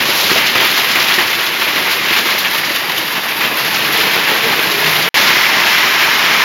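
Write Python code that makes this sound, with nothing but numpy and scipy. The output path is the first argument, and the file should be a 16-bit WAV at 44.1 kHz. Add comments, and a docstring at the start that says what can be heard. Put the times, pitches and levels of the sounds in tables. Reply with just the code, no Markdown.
"""Hail and heavy rain, heard from a barred doorway over a wet concrete yard with bushes.
Countless random impacts, coloured by the surface they hit, merge into a roar; damped tones tick through it.
The roof drums, big stones burst into clatter and thud, water slaps the ground, lone hits crack and knock.
The fall slackens midway; near the end the sound drops out for an instant and returns facing the open yard."""
import sys
import numpy as np
from scipy import signal
from scipy.fft import rfft, irfft
from scipy.io import wavfile

SR = 44100
rng = np.random.default_rng(int(sys.argv[2]) if len(sys.argv) > 2 else 0)


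def generate_wav(signal):
    """Clip the signal to [-1, 1] and save it as 16-bit WAV at the path in sys.argv[1]."""
    frames = np.transpose(np.atleast_2d(signal))
    scaled = np.clip(frames, -1, 1) * 32767
    pcm = np.round(scaled).astype(np.int16)
    wavfile.write(sys.argv[1], SR, pcm)


N = 284004
TIME = np.arange(N) / SR

# Near-mute before the sound returns facing the yard: start in seconds, end in seconds.
DROPOUT_S = (5.089, 5.1425)
# Roof colour in the doorway. Each row: frequency in Hz, relative density in dB per Hz.
ROOF = [(25, -35), (55, -34), (85, -12.5), (110, -6.5), (160, -5.5), (230, -2), (290, -5), (380, 1.5),
        (455, -6.5), (510, -1.5), (630, -2), (750, -2.5), (1200, -26), (3000, -51)]
# Splash colour. Each row: frequency in Hz, relative density in dB per Hz.
SPLASH = [(1500, -32), (2800, -0.5), (3800, 0.5), (5000, -1.5), (6500, -9), (9000, -16), (16000, -17.5)]
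# Fine-spray colour. Each row: frequency in Hz, relative density in dB per Hz.
SPRAY = [(2000, -15), (4000, 0), (6500, -13.5), (10000, -0.5), (12200, 3), (14500, -1.5), (16000, -15.5)]


def from_db(db):
    """Decibels to gain."""
    return 10 ** (np.asarray(db) / 20)


def rms_one(x):
    """Scale to rms 1."""
    return x / np.sqrt(np.mean(x ** 2) + 1e-20)


def drift(rate_hz):
    """Smooth random signal of spread about 1: noise through two equal low-pass poles at rate_hz."""
    step, settle = 40, 2000    # samples per slow point; slow points discarded
    pole = np.exp(-2 * np.pi * rate_hz * step / SR)
    noise = rng.standard_normal(N // step + settle + 2)
    slow = signal.lfilter([1], [1, -2 * pole, pole * pole], noise)[settle:]
    return np.interp(np.arange(N) / step, np.arange(len(slow)), rms_one(slow))


def colour(x, spectrum, size=4096):
    """Causal (minimum-phase) filter that follows a spectrum, so that impacts keep a sharp front."""
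    hz, db = np.transpose(spectrum)
    grid_hz = np.maximum(np.arange(size // 2 + 1) * SR / size, 1)
    grid_db = np.interp(np.log(grid_hz), np.log(hz), db)
    cepstrum = irfft(np.log(from_db(grid_db)))
    # fold the cepstrum onto positive time
    cepstrum[1:size // 2] *= 2
    cepstrum[size // 2 + 1:] = 0
    response = irfft(np.exp(rfft(cepstrum)))
    return signal.oaconvolve(x, response)[:N]


def impacts(per_s, spread_db, wash_db):
    """Random impacts of uneven size over the smooth wash of those too far to tell apart; rms 1."""
    size_db = spread_db * np.minimum(rng.exponential(1, N), 4)
    sizes = from_db(size_db) * rng.choice([-1, 1], N)
    near = rms_one(sizes * (rng.random(N) < per_s / SR))
    return rms_one(near + from_db(wash_db) * rng.standard_normal(N))


def shower(excitation, spectrum):
    """Impacts take the colour of the surface they land on; rms 1."""
    return rms_one(colour(excitation, spectrum))


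def pings(per_s, low_hz, high_hz, cycles, range_db=10, samples=2400):
    """Short damped tones of random pitch and strength, falling 60 dB in the given cycles; rms 1."""
    out, age = np.zeros(N + samples), TIME[:samples]
    when, pitch, weakness = rng.random((int(per_s * N / SR), 3)).T
    hz = (low_hz * (high_hz / low_hz) ** pitch)[:, None]
    strength = from_db(-range_db * weakness[:, None])
    decay = np.exp(-np.log(1000) * age * hz / cycles)
    tones = strength * decay * np.sin(2 * np.pi * hz * age)
    for start, tone in zip((when * N).astype(int), tones):
        out[start:start + samples] += tone
    return rms_one(out[:N])


def facing_yard():
    """0 in the doorway, 1 from the start of the dropout, when the microphone faces the open yard."""
    return 1.0 * (TIME > DROPOUT_S[0])


def turn_share():
    """Share of the microphone's turn along the bars, ramping from 0 to 1."""
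    # Span of the turn: start in seconds, end in seconds.
    turn_s = (2.25, 3.3)
    return np.interp(TIME, turn_s, [0, 1])


def vigour():
    """How far the downpour is above its usual strength, in dB."""
    usual_db = -14.5
    # Slackens around 3 s, then picks up. Each row: time in seconds, strength in dB.
    strength = [(0.0, -13.5), (0.95, -13), (1.43, -15.5), (2.33, -14), (2.64, -16), (3.3, -17), (3.7, -15),
                (4.1, -13), (4.39, -16), (5.2, -11.5), (5.35, -12.5), (6.17, -13.5), (6.44, -13.5)]
    return np.interp(TIME, *np.transpose(strength)) - usual_db


def loudness(mix):
    """Layer gain. Mix: dB at usual vigour, dB per dB of vigour, dB gained by the turn, further dB in the yard."""
    usual_db, follows, turned_db, yard_db = mix
    return from_db(usual_db + follows * vigour() + turned_db * turn_share() + yard_db * facing_yard())


def flurries(per_s, t60_s, depth_db):
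    """Gain of random clumps of impacts, each arriving at once and thinning out; steadier in the yard."""
    yard_depth_share = 0.53
    clumps = (rng.random(N) < per_s / SR) * rng.uniform(.5, 1, N)
    fading = signal.lfilter([1], [1, -from_db(-60 / (t60_s * SR))], clumps + 1e-18)
    share = 1 + (yard_depth_share - 1) * facing_yard()
    return from_db(depth_db * share * rms_one(fading - fading.mean()))


def roof_drumming():
    """Stones drum on the roof, whose hollow colour shifts as the microphone turns."""
    # Roof after the turn. Each row: frequency in Hz, relative density in dB per Hz.
    turned_colour = [(25, -33), (55, -44), (85, -13), (115, -9.5), (157, -1.5), (210, -2.5), (265, -6),
                     (325, 1), (390, -6), (450, 2.5), (520, -5), (600, -2), (750, -5.5), (1200, -22),
                     (3000, -58)]
    # Roof facing the yard, its resonances more even. Each row: frequency in Hz, relative density in dB per Hz.
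    yard_colour = [(25, -40), (55, -42), (85, -11), (120, -9.5), (160, -3), (220, -2.5), (290, -2.5),
                   (370, -1.5), (430, -1.5), (520, -5), (600, -1), (750, -2), (1200, -18), (3000, -49)]
    # Layer gain, columns as in loudness [dB, dB per dB, dB, dB].
    mix = (-29.5, 1, 1.5, -1.5)
    hits, turned = impacts(500, 3.4, 0.77), turn_share()
    doorway = (1 - turned) * shower(hits, ROOF) + turned * shower(hits, turned_colour)
    body = np.where(facing_yard() > 0, shower(hits, yard_colour), doorway)
    ringing = from_db(-7.0) * pings(70, 296.4, 702, cycles=68, samples=5000)
    return loudness(mix) * (body + ringing) * flurries(55, t60_s=0.07, depth_db=0.8)


def far_roar():
    """Far impacts merge into a coloured roar with ringing hits in it."""
    # Roar colour. Each row: frequency in Hz, relative density in dB per Hz.
    spectrum = [(200, -23), (500, -20), (750, -4.5), (1000, 0.5), (1350, -3), (2000, -4), (4000, -13.5),
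                (8000, -39)]
    # Layer gain, columns as in loudness [dB, dB per dB, dB, dB].
    mix = (-28, 0.5, 2.5, 3)
    ringing = from_db(-5.0) * pings(170, 800, 1817, cycles=99, samples=3000)
    roar = shower(impacts(900, 1.5, 1), spectrum) + ringing
    return loudness(mix) * roar * flurries(80, t60_s=0.096, depth_db=1.7)


def pelting(near):
    """Hail hits concrete: coloured impacts and damped tones."""
    # Concrete colour. Each row: frequency in Hz, relative density in dB per Hz.
    spectrum = [(400, -48.5), (1100, -7), (1600, -4.5), (2150, -1), (2850, -3.5), (4000, -9.5),
                (5200, -15.5), (8000, -39)]
    # Layer gain, columns as in loudness [dB, dB per dB, dB, dB].
    mix = (-19, 0.91, -1.2, 2.25)
    ringing = from_db(-7.0) * pings(260, 1602.6, 3646, cycles=230, samples=3500)
    hail = shower(impacts(2000, 1.2, 1), spectrum) + ringing
    return loudness(mix) * hail * near * flurries(130, t60_s=0.068, depth_db=0.98)


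def splashes(near):
    """Water splashes nearby while single pellets tick on the concrete."""
    # Layer gain, columns as in loudness [dB, dB per dB, dB, dB].
    mix = (-24, 1.6, -1, 1.6)
    pellets = from_db(-14.0) * pings(300, 2755, 6330, cycles=70, range_db=12, samples=800)
    splash = shower(impacts(2000, 2.1, 3.9), SPLASH) + pellets
    return loudness(mix) * splash * near * flurries(60, t60_s=0.1, depth_db=2.0)


def fine_spray(near):
    """Fine spray flickers in level; its smallest droplets only click."""
    # Layer gain, columns as in loudness [dB, dB per dB, dB, dB].
    mix = (-29, 0.8, 1, -1.5)
    droplets = from_db(-13.5) * pings(110, 10160, 15000, cycles=260, range_db=18, samples=500)
    spray = shower(impacts(900, 0.59, 1), SPRAY) + droplets
    flicker = from_db(0.93 * drift(13))
    return loudness(mix) * spray * near * flurries(33, t60_s=0.1, depth_db=0.84) * flicker


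def downpour():
    """The steady fall; the nearest clumps are heard in all the bright layers at once."""
    near = flurries(60, t60_s=0.11, depth_db=0.95)
    return roof_drumming() + far_roar() + pelting(near) + splashes(near) + fine_spray(near)


def bursts(times_s, levels_db, lengths_s, rise_s):
    """Envelope of volleys that set in at once, hold and die away, adding in power."""
    power = np.zeros(N)
    for s, db, length_s in zip(times_s, levels_db, lengths_s):
        start = max(int(s * SR), 0)
        age = TIME[:min(N - start, SR // 2)]
        envelope = (1 - np.exp(-age / rise_s)) * np.exp(-(age / length_s) ** 2)
        power[start:start + len(age)] += (from_db(db) * envelope) ** 2
    return np.sqrt(power)


def scatter():
    """Droplets and chips of ice thrown over the concrete; rms 1."""
    fine = shower(impacts(2000, 1.5, 0), SPRAY)
    coarse = shower(impacts(2000, 0.93, 1), SPLASH)
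    return rms_one(fine + from_db(5.5) * coarse)


def lesser_stones():
    """Rows like those of the big stones, loosely spread in time and stronger when the fall is harder."""
    per_s, length_s = 9.3, 0.064
    usual_db, spread_db, yard_db, thud_rel_db = -27, 3.5, 2.5, -10.5
    count = int(per_s * N / SR)
    when, strength = rng.random((count, 2)).T
    s = (np.arange(count) + when) / count * N / SR
    follow_db = np.interp(s, TIME, vigour() + yard_db * facing_yard())
    db = usual_db + follow_db + spread_db * (2 * strength - 1)
    return np.column_stack([s, db, db + thud_rel_db, np.full(count, length_s)])


def hailstones():
    """Stones thud, rattle the surface they hit and throw a spray in proportion to the clatter."""
    # Biggest stones. Each row: start in seconds, clatter in dB, thud in dB, decay length in seconds.
    big_stones = [(0.002, -14, -20, 0.024), (0.083, -34, -23, 0.029), (0.295, -15, -24.5, 0.071),
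                  (0.355, -16.5, -26, 0.11), (0.549, -14.5, -21, 0.05), (0.599, -14, -37, 0.084),
                  (0.774, -18, -34, 0.046), (0.885, -19, -33, 0.1), (0.954, -15.5, -24.5, 0.092),
                  (1.082, -14.5, -30, 0.087), (1.185, -14, -28, 0.07), (1.386, -18.5, -42, 0.096),
                  (1.612, -14.5, -40, 0.054), (1.678, -15.5, -29, 0.036), (1.758, -18, -24.5, 0.094),
                  (1.908, -18.5, -35, 0.058), (2.04, -19.5, -48, 0.11), (2.102, -19, -37, 0.052),
                  (2.161, -12.5, -31, 0.049), (2.253, -19, -30, 0.032), (2.287, -17.5, -41, 0.068),
                  (2.449, -16.5, -30, 0.03), (2.894, -16, -22, 0.018), (2.967, -26, -30, 0.067),
                  (3.408, -17.5, -35, 0.077), (3.435, -20.5, -25, 0.064), (3.785, -20.5, -33, 0.19),
                  (3.931, -17.5, -29, 0.18), (4.008, -19, -30, 0.034), (4.066, -18, -32, 0.032),
                  (4.134, -18.5, -40, 0.17), (4.272, -16, -27, 0.2), (4.433, -17.5, -27, 0.3),
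                  (4.775, -18, -32, 0.29), (4.953, -13.5, -40, 0.022), (5.15, -23.5, -30, 0.19)]
    # Rattle colour. Each row: frequency in Hz, relative density in dB per Hz.
    spectrum = [(300, -44.5), (900, 0.5), (1400, -0.5), (2100, 4.5), (2900, 0.5), (4200, -6), (6500, -30),
                (16000, -20)]
    s, clatter_db, thud_db, lengths_s = np.vstack([big_stones, lesser_stones()]).T
    ringing = from_db(-16.0) * pings(400, 1480, 3370, cycles=80)
    rattle = rms_one(shower(impacts(2500, 2.0, 0), spectrum) + ringing)
    thrown = from_db(-8) * scatter()
    clatter = bursts(s, clatter_db, lengths_s, rise_s=0.0006) * (rattle + thrown)
    thud = bursts(s, thud_db, lengths_s, rise_s=0.0044) * shower(impacts(800, 1.7, 2.7), ROOF)
    return clatter + thud


def splats():
    """Gushes of water slap the concrete and break into bright spray, without clatter."""
    # Each row: start in seconds, level in dB, decay length in seconds.
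    gushes = [(0.07, -21.5, 0.12), (0.152, -17.5, 0.17), (0.685, -23, 0.058), (0.771, -18.5, 0.031),
              (1.905, -19, 0.049), (2.256, -21, .04), (2.378, -17.5, 0.042), (2.53, -23, 0.051),
              (2.572, -21, 0.034), (2.97, -20, 0.033), (3.56, -26, 0.088), (3.922, -19, 0.034),
              (4.714, -16, 0.016), (4.923, -24, 0.063), (5.137, -24, .1), (5.207, -18, 0.052)]
    s, db, lengths_s = np.transpose(gushes)
    return bursts(s, db, lengths_s, rise_s=0.0033) * scatter()


def ticks(rows, t60_s):
    """Lone impacts: a sharp front and a few slightly detuned partials that die together."""
    # Each row: ratio to the pitch, level in dB.
    partials = [(.78, -17), (1.0, 1), (1.19, -6)]
    out, age = np.zeros(N + SR), TIME[:SR // 6]
    for s, db, hz in rows:
        start = int(s * SR)
        ring = np.zeros(len(age))
        for ratio, part_db in partials:
            partial_hz = hz * ratio * rng.normal(1, 0.022)
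            ring += from_db(part_db) * np.sin(2 * np.pi * partial_hz * age)
        out[start:start + len(age)] += from_db(db - 60 * age / t60_s) * ring / np.abs(ring).max()
    return out[:N]


def cracks():
    """Single pellets crack on the concrete close by."""
    # Each row: start in seconds, peak before decay in dB, pitch in Hz.
    pellets = [(0.089, -11, 3600), (0.302, -5, 3380), (0.55, -17, 2720), (0.693, -9, 3830),
               (0.905, -6, 3240), (0.959, -2, 2490), (1.005, -1, 3300), (1.086, -2, 2900),
               (1.123, -2, 3260), (1.186, -5, 2080), (1.677, -6, 2300), (2.105, -5, 3160),
               (2.153, -2, 2600), (2.449, 0.5, 2500), (2.581, -6, 2950), (2.981, -3, 3010),
               (3.456, -7, 2880), (3.792, -7, 2500), (3.935, -5, 3370), (3.966, -2, 3500),
               (4.013, -6, 3120), (4.076, -4, 3000), (4.593, 0.5, 2570), (4.716, -3, 3900),
               (4.845, -1, 2630), (4.908, -5, 2220), (4.966, -1, 3470), (6.337, -4, 2490)]
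    return ticks(pellets, t60_s=0.013)


def knocks():
    """Heavier stones knock on hard surfaces nearby, ringing longer."""
    # Each row: start in seconds, peak before decay in dB, pitch in Hz.
    stones = [(0.314, -14, 1770), (0.560, -5, 1940), (1.185, -2, 1860), (1.623, -8, 1750),
              (2.169, -8, 2190), (2.465, -8, 1870), (2.838, -9, 2030), (2.897, -13, 2020),
              (3.414, -14, 1970), (3.441, -11, 1010), (4.136, -8, 1980), (4.362, -7, 1120),
              (5.290, -2, 2040), (6.367, -10, 2370), (6.402, -12, 950)]
    return ticks(stones, t60_s=0.035)


def thumps():
    """Single stones thump on the roof, low and slow to decay."""
    # Each row: start in seconds, peak before decay in dB, pitch in Hz.
    stones = [(0.315, -11, 366), (0.360, -14, 646), (0.553, -17, 537), (0.613, -15, 366), (1.180, -14, 351),
              (1.759, -19, 393), (1.792, -20, 510), (2.109, -14.5, 360), (4.318, -14, 437),
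              (5.183, -15, 586)]
    return ticks(stones, t60_s=0.1)


def snaps():
    """Single droplets snap right by the microphone, high and very short."""
    # Each row: start in seconds, peak before decay in dB, pitch in Hz.
    droplets = [(0.651, -6, 13000), (0.774, -11, 12500), (2.195, -13, 12000), (2.3905, -3, 12700),
                (2.425, -13, 12500), (2.535, -10, 13000), (2.581, -10, 12500), (2.984, -8, 12000),
                (3.425, -13, 12000), (3.573, -5, 14000), (3.927, -9, 11900), (4.956, -10, 12000)]
    return ticks(droplets, t60_s=0.009)


def off_the_wall(x):
    """A nearby wall's short echo, its delay moving with the microphone, hollows the storm at near-equal power."""
    # Each row: time in seconds, delay in seconds, reflection in dB.
    wall = [(2.3, 0.00096, -32), (2.7, 0.00106, -17), (3.5, 0.00107, -20), (4.1, 0.0012, -32),
            (5.0, .00105, -28), (5.2, 0.00095, -33)]
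    s, delay_s, db = np.transpose(wall)
    gain = from_db(np.interp(TIME, s, db))
    echo = np.interp(TIME - np.interp(TIME, s, delay_s), TIME, x)
    return (x + gain * echo) / np.sqrt(1 + gain ** 2)


def booms():
    """Low notes of wavering phase swell briefly out of the drumming."""
    # Each row: centre in seconds, pitch in Hz, rms level in dB, swell length in seconds.
    notes = [(4.462, 449, -25.5, 0.08), (4.78, 409, -29, 0.19), (4.907, 154, -30.5, 0.23)]
    out = np.zeros(N)
    for s, hz, db, length_s in notes:
        swell = np.exp(-(2 * (TIME - s) / length_s) ** 2)
        phase = 2 * np.pi * hz * TIME + 0.53 * drift(16)
        out += from_db(db) * swell * np.sqrt(2) * np.sin(phase)
    return out


def bushes():
    """Dense, steady patter on leaves, heard when the microphone faces the yard."""
    # Leaf colour. Each row: frequency in Hz, relative density in dB per Hz.
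    spectrum = [(600, -35), (1200, -7), (1550, -1), (1800, -0.5), (2050, 2), (2450, -2), (3200, -9),
                (4300, -21), (5500, -9), (7500, -37)]
    ringing = from_db(-12) * pings(260, 1450, 2580, cycles=73)
    patter = rms_one(shower(impacts(3500, 1.1, 2), spectrum) + ringing)
    return from_db(-18) * facing_yard() * patter


def scene():
    """All of the storm at one microphone."""
    storm = off_the_wall(downpour() + hailstones())
    lone = cracks() + knocks() + thumps() + snaps()
    return (storm + splats() + lone + booms() + bushes())[None]


def record(dry):
    """The port notches the treble, rumble is cut, peaks are rounded, the sound drops out once, the top is cut."""
    rumble_cut_hz, top_cut_hz, ceiling = 94, 15850, .98
    # Microphone port response. Each row: frequency in Hz, gain in dB.
    port = [(5500, 1), (7000, 1.5), (7600, -5), (8000, -25), (8600, -21.5), (9100, -10), (9900, -1.5),
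            (11500, 1.5)]
    high_pass = signal.butter(2, rumble_cut_hz, "high", fs=SR, output="sos")
    heard = signal.sosfilt(high_pass, colour(dry[0], port))
    rounded = heard / (1 + (heard / ceiling) ** 10) ** (1 / 10)
    dropped = (TIME > DROPOUT_S[0]) & (TIME < DROPOUT_S[1])
    live = np.where(dropped, from_db(-60), 1)
    low_pass = signal.ellip(12, .2, 90, top_cut_hz, fs=SR, output="sos")
    return signal.sosfilt(low_pass, rounded * live)[None]


dry = scene()
out = record(dry)
generate_wav(out)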